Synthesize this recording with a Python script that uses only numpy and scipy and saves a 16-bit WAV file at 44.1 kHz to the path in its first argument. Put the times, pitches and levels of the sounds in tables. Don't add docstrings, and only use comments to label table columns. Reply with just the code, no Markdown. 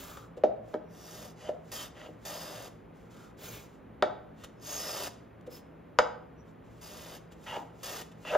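import sys
import numpy as np
from scipy import signal
from scipy.fft import rfft, irfft
from scipy.io import wavfile

SR = 44100
rng = np.random.default_rng(int(sys.argv[2]) if len(sys.argv) > 2 else 0)


def to_wav(sig):
    pcm = np.clip(np.atleast_2d(sig), -1, 1) * 32767
    pcm = np.round(pcm).astype(np.int16)
    wavfile.write(sys.argv[1], SR, pcm.T)


N = 369116
TIME = np.arange(N) / SR
FREQS = np.maximum(np.arange(N // 2 + 1) * SR / N, 1)

# start_s, length_s, attack_s, release_s, hiss_db (tearing fibres), rasp_db (plane),
# drone_db (board), easing_db (fall of the push along the stroke; negative: it grows)
CUTS = [(0.88, 0.46, 0.27, 0.11, -57.5, -53.5, -54.5, -2.5),
        (1.715, 0.18, 0.0035, 0.074, -50, -45, -51.5, -0.5),
        (2.25, 0.44, 0.0035, 0.011, -54.5, -48.5, -48, 6.5),
        (4.606, 0.48, 0.11, 0.0063, -47, -43.5, -46.5, -3.5),
        (6.808, 0.381, 0.016, 0.02, -58.5, -52.5, -55.5, -2.5),
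        (7.83, 0.2, 0.0025, 0.014, -51, -44, -48, 2)]
# start_s, length_s, attack_s, hiss_db, rasp_db, drone_db,
# drone_rise_db (growth of the drone before the stop)
DRAGS = [(1.349, 0.161, 0.067, -56, -56.5, -50.5, 15), (1.942, 0.14, 0.044, -60.5, -51.5, -49, 11.5),
         (7.462, 0.122, 0.004, -54, -43, -46.5, 15.5), (8.247, 0.12, 0.031, -50, -40.5, -47, 36.5)]
# pitch_hz, level_db, t60_s
BOARD = [(497.8, -5.5, 0.088), (612.5, -1, 0.078), (694, -7, 0.075), (751.5, -11, 0.11)]
PLANE = [(851, -16, 0.32), (934, -17, 0.19), (1023, -6, 0.034), (1073, -18.5, 0.039), (1291, -5.5, 0.047),
         (1364, -13, 0.09), (1533, -7.5, 0.054), (1750, -10.5, 0.046), (1850, -19.5, 0.14),
         (2253, -14.5, 0.068), (2990, -15.5, 0.022), (3780, -17.5, 0.013), (3850, -35, .22),
         (4480, -35.5, .04), (6360, -7.5, 0.0058)]
# pitch_hz, width_hz, level_db (over the plain spectrum)
BLADE_PEAKS = [(4805, 117, 16), (5370, 940, 8.5), (6440, 190, 10.5), (10130, 120, 11), (12100, 700, 6)]
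SOLE_PEAKS = [(1230, 210, 5.4), (1865, 69, 10.5), (2840, 400, 4.5), (2820, 190, 0.67), (3600, 160, 5.6)]
# frequency_hz, density_db
BRUSH = [(200, 14), (600, 11.5), (950, 5.5), (1300, 6), (2000, 2), (3500, 5), (4300, 1), (5800, 2),
         (6900, 3.5), (8000, 4), (10500, -4.5), (13500, -8), (16000, -11)]


def cutting():
    # frequency_hz, density_db
    hiss_spectrum = [(1000, 0.5), (3000, -35), (4300, -0.5), (5800, 2), (7500, 6.5), (8500, 12),
                     (11000, -2), (14000, 3), (16000, -6)]
    rasp_spectrum = [(500, -10), (1000, 0.5), (1600, -4), (2250, -5.5), (3600, -2), (4300, -7), (8000, -45)]
    hiss = coloured(fibres(per_s=15000, spread_db=3.0), hiss_spectrum, BLADE_PEAKS)
    rasp = coloured(fibres(per_s=7000, spread_db=-2.0), rasp_spectrum, SOLE_PEAKS)
    gains = played(CUTS, cut_law, count=3)
    return sliding(gains, hiss, rasp, hiss_db=4.0, rasp_db=-3.0, drone_db=-0.5, rough_db=0.87, modal_db=-6)


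def cut_law(t, length, attack, release, hiss_db, rasp_db, drone_db, easing_db):
    bite_db, bite_s = 3, 0.16
    hiss_fade_db, drone_swell_db = 2, 4
    along = t / length - .5
    push = ramp(t, length, attack, release) * from_db(-easing_db * along)
    hiss = hiss_db + bite_db * np.exp(-t / bite_s) - hiss_fade_db * along
    drone = drone_db + drone_swell_db * along
    return push * from_db(np.broadcast_arrays(hiss, rasp_db, drone))


def dragging():
    # frequency_hz, density_db
    hiss_spectrum = [(3000, 5.5), (5000, -6), (7500, 2), (10000, -6), (16000, -22)]
    rasp_spectrum = [(500, -13), (1000, -17), (1700, -8), (2400, -7.5), (3300, -4.5), (3900, -13.5),
                     (8000, -51)]
    # pitch_hz, width_hz, level_db (over the plain spectrum)
    drag_peaks = [(800, 130, 20), (1310, 54, 16.5), (1910, 24, 18.5), (2800, 140, -7), (2875, 73, 11)]
    hiss = coloured(fibres(per_s=29000, spread_db=-0.5), hiss_spectrum, BLADE_PEAKS)
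    rasp = coloured(fibres(per_s=7000, spread_db=1.0), rasp_spectrum, drag_peaks)
    gains = played(DRAGS, drag_law, count=3)
    return sliding(gains, hiss, rasp, hiss_db=-1.8, rasp_db=-2.0, drone_db=-9.5, rough_db=0.7, modal_db=17.0)


def drag_law(t, length, attack, hiss_db, rasp_db, drone_db, drone_rise_db):
    rise_s, release_s = 0.083, 0.015
    rise = np.clip(1 - (length - release_s - t) / rise_s, 0, 1)
    levels_db = np.broadcast_arrays(hiss_db, rasp_db, drone_db + drone_rise_db * rise)
    return ramp(t, length, attack, release_s) * from_db(levels_db)


def sliding(gains, hiss, rasp, hiss_db, rasp_db, drone_db, rough_db, modal_db):
    # frequency_hz, density_db
    drone_spectrum = [(120, -28), (300, 1), (520, 4), (700, 9), (950, -4), (1300, -11), (1800, -8),
                      (4000, -71)]
    force = fibres(per_s=6000, spread_db=2.5)
    modal = rms_one(ring(force, BOARD) + from_db(-5.5) * ring(force, PLANE[:7]))
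    broad = coloured(fibres(per_s=6000, spread_db=-0.4), drone_spectrum)
    drone = rms_one(broad + from_db(modal_db) * modal)
    parts = [from_db(hiss_db) * hiss, from_db(rasp_db) * rasp, from_db(drone_db) * drone]
    total = sum(part * gain for part, gain in zip(parts, gains))
    return grip(per_s=240, depth_db=rough_db) * total


def fibres(per_s, spread_db):
    at = np.flatnonzero(rng.random(N) < per_s / SR)
    out = np.zeros(N)
    out[at] = rng.standard_normal(N)[at] * from_db(spread_db * np.minimum(rng.exponential(1, N)[at], 4))
    return out


def grip(per_s, depth_db):
    steps = rng.standard_normal(N)
    return rms_one(from_db(depth_db * np.interp(TIME * per_s, np.arange(N), steps)))


def gliding():
    level_vs_rasp_db, rise_db_per_s, fall_db_per_s = -16.5, 181, 158
    strokes = [(start + attack, start + length - release, rasp_db)
               for start, length, attack, release, _, rasp_db, _, _ in CUTS]
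    strokes += [(start + attack, start + length, rasp_db)
                for start, length, attack, _, rasp_db, _, _ in DRAGS]
    level_db = np.full(N, -np.inf)
    for start, end, rasp_db in strokes:
        before_db = rise_db_per_s * np.maximum(start - TIME, 0)
        after_db = fall_db_per_s * np.maximum(TIME - end, 0)
        level_db = np.maximum(level_db, rasp_db - before_db - after_db)
    return from_db(level_db + level_vs_rasp_db)


def knocks(crack_db, crack_low_hz, crack_high_hz, thud_db, thud_t60, clatter_db, clatter_t60):
    # start_s, board_db, lowest_db (the board's lowest mode over its others), bench_db, plane_db,
    # contact_hz (hardness of the contact, as a low-pass corner)
    blows = [(0.171, -60, 15.5, -64, -40.5, 2500), (0.372, -39.5, 10.5, -45.5, -60, 2000),
             (0.437, -13, -1.5, -25.5, -29.5, 1480), (0.736, -36, -9, -56, -52, 900),
             (0.7409, -27, -11, -29.5, -32, 1090), (1.49, -22.5, -2.5, -56, -40.5, 1300),
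             (2.085, -43, -2, -44, -67, 1300), (4.0241, -15.5, -2.5, -30, -17.5, 3200),
             (5.476, -46.5, 19, -45.5, -69, 1490), (5.9882, -16, 5, -33, -13.5, 6900),
             (7.568, -40, -10, -40, -47, 800), (8.2508, -43, -7, -61, -43, 2040),
             (8.352, -20.5, -7, -51, -27.5, 1700)]
    # pitch_hz, level_db, t60_s
    bench_modes = [(114.8, -26.5, .35), (202, -16.5, 0.5), (248, -9, 0.16), (315.4, -6, 0.17),
                   (387, 0.5, 0.058), (458, -0.5, 0.15)]
    # frequency_hz, density_db
    thud_spectrum = [(80, -17), (200, -20), (380, 2), (700, 9), (950, -10), (1400, -43), (3000, -24.5),
                     (6000, -25.5), (9000, -37), (16000, -58.5)]
    clatter_spectrum = [(300, -17.5), (900, 1), (1500, 3.5), (2700, -20), (3600, -5.5), (4100, -15.5),
                        (4700, -7.5), (5800, -19), (6700, -30.5), (7800, -21), (16000, -52.5)]
    out, click = np.zeros(N + SR), signal.unit_impulse(SR)
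    crack_band = signal.butter(2, [crack_low_hz, crack_high_hz], "band", fs=SR, output="sos")
    crack = signal.sosfilt(crack_band, click)
    lowest, upper = ring(click, BOARD[:1]), ring(click, BOARD[1:])
    bench, plane = ring(click, bench_modes), ring(click, PLANE)
    for start_s, board_db, lowest_db, bench_db, plane_db, contact_hz in blows:
        wood = from_db(lowest_db) * lowest - upper + from_db(thud_db) * burst(thud_spectrum, thud_t60)
        clatter = from_db(clatter_db) * burst(clatter_spectrum, clatter_t60)
        iron = plane + from_db(crack_db) * crack + clatter
        blow = from_db(board_db) * wood + from_db(bench_db) * bench + from_db(plane_db) * iron
        start = round(start_s * SR)
        contact = signal.butter(1, min(contact_hz, SR / 3), fs=SR)
        out[start:start + SR] += signal.lfilter(*contact, blow)
    return out[:N]


def ring(force, modes):
    out = 0
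    for k, (hz, db, t60) in enumerate(modes):
        radius = np.exp(-np.log(1000) / (t60 * SR))
        angle = 2 * np.pi * hz / SR
        poles = [1, -2 * radius * np.cos(angle), radius * radius]
        sine = signal.lfilter([np.sin(angle)], poles, force + 1e-18)
        out = out + (-1) ** k * from_db(db) * sine
    return out


def burst(spectrum, t60):
    gain = from_db(at_hz(spectrum, np.arange(SR // 2 + 1) + 1))
    noise = irfft(rfft(rng.standard_normal(SR)) * gain, SR)
    return rms_one(noise) * np.exp(-np.log(1000) * TIME[:SR] / t60)


def squeaks(width_hz):
    # centre_s, length_s, pitch_hz, level_db
    rubs = [(0.13, 0.24, 1240, -56), (1.093, 0.26, 5650, -61), (1.101, 0.24, 3600, -68),
            (1.47, 0.042, 3040, -57), (1.79, 0.091, 3140, -48.5), (2.425, 0.19, 5000, -52.5),
            (3.216, 0.17, 1300, -62), (3.488, 0.02, 6450, -51), (3.54, 0.18, 2330, -61),
            (4.738, 0.14, 6450, -42.5), (4.847, 0.26, 5160, -46), (5.544, 0.054, 5100, -56.5),
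            (6.399, 0.039, 5770, -70.5), (7.513, 0.06, 2870, -50), (7.555, 0.13, 860, -42),
            (8.293, 0.07, 2690, -45)]
    out = np.zeros(N + SR)
    for centre_s, length, hz, db in rubs:
        peak = signal.iirpeak(hz, hz / width_hz, fs=SR)
        tone = signal.lfilter(*peak, signal.lfilter(*peak, rng.standard_normal(SR)))
        start = max(round((centre_s - .5) * SR), 0)
        swell = np.exp(-(2 * (TIME[:SR] + start / SR - centre_s) / length) ** 2)
        out[start:start + SR] += from_db(db) * rms_one(tone) * swell
    return out[:N]


def scuffs():
    # centre_s, length_s, level_db
    catches = [(0.173, 0.0023, -47), (0.378, 0.02, -61), (4.417, 0.082, -60.5), (4.445, 0.015, -44.5),
               (4.6, 0.0026, -59), (4.61, 0.0024, -60), (5.412, .004, -64), (5.472, 0.015, -57.5),
               (7.325, 0.023, -56), (8.12, 0.011, -56.5)]
    swell = sum(from_db(db) * np.exp(-(2 * (TIME - centre_s) / length) ** 2)
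                for centre_s, length, db in catches)
    return swell * coloured(fibres(per_s=27000, spread_db=4.0), BRUSH, SOLE_PEAKS)


def brushing(sizzle_db, sizzle_hz, firm_db):
    # start_s, length_s, attack_s, release_s, level_db, sizzle_db
    movements = [(-0.01, 0.3, 0.0083, 0.28, -51.5, 5), (0.62, 0.16, 0.12, 0.04, -66, 0),
                 (2.93, 0.17, 0.028, 0.02, -75.5, -6), (3.095, 0.23, 0.024, 0.073, -63.5, -16),
                 (3.365, 0.32, 0.077, 0.13, -52, 5), (3.67, 0.13, 0.016, 0.063, -71.5, -4),
                 (5.49, 0.13, 0.048, 0.091, -55.5, 10.5), (6.44, 0.097, 0.046, 0.05, -73, -12.5),
                 (6.62, 0.19, 0.04, 0.02, -75.5, -2)]
    force, bright = played(movements, brush_law, count=2) + gliding()
    highpass = signal.butter(2, min(sizzle_hz, SR / 3), "high", fs=SR, output="sos")
    sizzle = rms_one(signal.sosfilt(highpass, fibres(per_s=35000, spread_db=-2.5)))
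    swish = from_db(3.5) * coloured(rng.standard_normal(N), BRUSH) * force
    firmness = np.sqrt(force / from_db(firm_db))
    return (swish + from_db(sizzle_db) * sizzle * bright * firmness) * grip(per_s=82, depth_db=1.6)


def brush_law(t, length, attack, release, db, sizzle_db):
    return from_db([[db], [db + sizzle_db]]) * ramp(t, length, attack, release)


def played(rows, law, count):
    out = np.zeros((count, N))
    for start_s, length, *rest in rows:
        on = (TIME >= start_s) & (TIME < start_s + length)
        out[:, on] += law(TIME[on] - start_s, length, *rest)
    return out


def ramp(t, length, attack, release):
    return np.clip(t / attack, 0, 1) * np.clip((length - t) / release, 0, 1)


def shimmer(x, echo_db, delay_s, wander_s, per_s):
    delay = delay_s + wander_s * np.interp(TIME * per_s, np.arange(SR), rng.standard_normal(SR))
    echo = from_db(echo_db)
    return (x + echo * np.interp(TIME - delay, TIME, x)) / np.hypot(1, echo)


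def reflections(early_db, early_s, late_db):
    # frequency_hz, t60_s
    room_t60 = [(100, 0.45), (500, 0.57), (1500, 0.45), (4000, 0.4), (8000, 0.29), (16000, 0.078)]
    t, edges = TIME[:SR], np.geomspace(60, 17000, 10)
    tail = 0
    for low, high in zip(edges, edges[1:]):
        bandpass = signal.butter(2, [low, high], "band", fs=SR, output="sos")
        band = signal.sosfilt(bandpass, rng.standard_normal(SR))
        tail = tail + band * np.exp(-np.log(1000) * t / at_hz(room_t60, np.sqrt(low * high)))
    early = rng.standard_normal(SR) * np.exp(-t / early_s) * (t > .002)
    late = tail * (t > .008)
    return (from_db(early_db) * rms_one(early) + from_db(late_db) * rms_one(late)) / np.sqrt(SR)


def spread(mid, side):
    # frequency_hz, side_db
    width = [(60, -16.5), (330, -4.5), (800, 2), (1400, -4.5), (2000, -29), (3200, -14.5), (5000, -10.5),
             (7600, -3.5), (8800, -29.5), (10200, 1.5), (11800, 3.5), (13200, -17)]
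    side = irfft(rfft(side) * from_db(at_hz(width, FREQS)), N)
    return np.array([mid + side, mid - side])


def workshop_air(air_db):
    # frequency_hz, density_db
    air_spectrum = [(20, -30), (40, -7.5), (62, 0), (85, -4.5), (120, -8.5), (220, -4), (330, -4.5),
                    (480, -6), (700, -12.5), (1300, -17.5), (2000, -22), (3200, -31.5), (5000, -45.5),
                    (16000, -49.5)]
    # pitch_hz, width_hz, level_db
    hum_bands = [(62.6, 25, -75), (115.3, 12, -61), (165.2, 16.3, -59.5), (216.7, 10, -65.5),
                 (270.4, 9.1, -65.5)]
    power = sum((from_db(db) * rms_one(resonance(hz, width) ** 2)) ** 2 for hz, width, db in hum_bands)
    hum = irfft(rfft(rng.standard_normal(N)) * np.sqrt(power), N)
    return from_db(air_db) * coloured(rng.standard_normal(N), air_spectrum) + hum


def coloured(x, spectrum, peaks=()):
    power = 1 + sum((from_db(db) * resonance(hz, width)) ** 2 for hz, width, db in peaks)
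    return rms_one(irfft(rfft(x) * from_db(at_hz(spectrum, FREQS)) * np.sqrt(power), N))


def resonance(hz, width):
    return 1 / np.hypot(1, (FREQS ** 2 - hz ** 2) / (FREQS * width))


def at_hz(points, hz):
    table = np.array(points)
    return np.interp(np.log(hz), np.log(table[:, 0]), table[:, 1])


def from_db(db):
    return 10 ** (np.asarray(db) / 20)


def rms_one(x):
    return x / np.sqrt(np.mean(x ** 2) + 1e-20)


def scene():
    blows = knocks(crack_db=23.5, crack_low_hz=763, crack_high_hz=2550,
                   thud_db=-7.5, thud_t60=0.11, clatter_db=2.5, clatter_t60=0.015)
    friction = cutting() + dragging() + brushing(sizzle_db=-2.5, sizzle_hz=10000, firm_db=-46.5)
    friction = shimmer(friction, echo_db=-17, delay_s=0.0019, wander_s=0.00009, per_s=11)
    work = friction + blows + scuffs() + squeaks(width_hz=320)
    echo_mid, echo_side = [
        signal.fftconvolve(work, reflections(early_db=-10, early_s=0.011, late_db=-14.0))[:N]
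        for _ in range(2)]
    air_mid, air_side = [workshop_air(air_db=-55) for _ in range(2)]
    return spread(work + echo_mid + air_mid, from_db(-0.5) * echo_side + from_db(-1.5) * air_side)


def record(dry):
    # frequency_hz, lag_rad
    port_lag = [(100, 0), (2200, 0), (3500, -.6), (5200, -.5), (5750, 1.5), (6900, .8), (7600, 2.3),
                (8500, 3.1), (9300, 3.2), (12900, 6.28)]
    left = irfft(rfft(dry[0]) * np.exp(-1j * at_hz(port_lag, FREQS)), N)
    highpass = signal.butter(2, 33, "high", fs=SR, output="sos")
    lowpass = signal.ellip(10, .1, 90, 15600, fs=SR, output="sos")
    heard = signal.sosfilt(highpass, np.array([left, dry[1]]))
    return signal.sosfilt(lowpass, heard)


dry = scene()
out = record(dry)
to_wav(out)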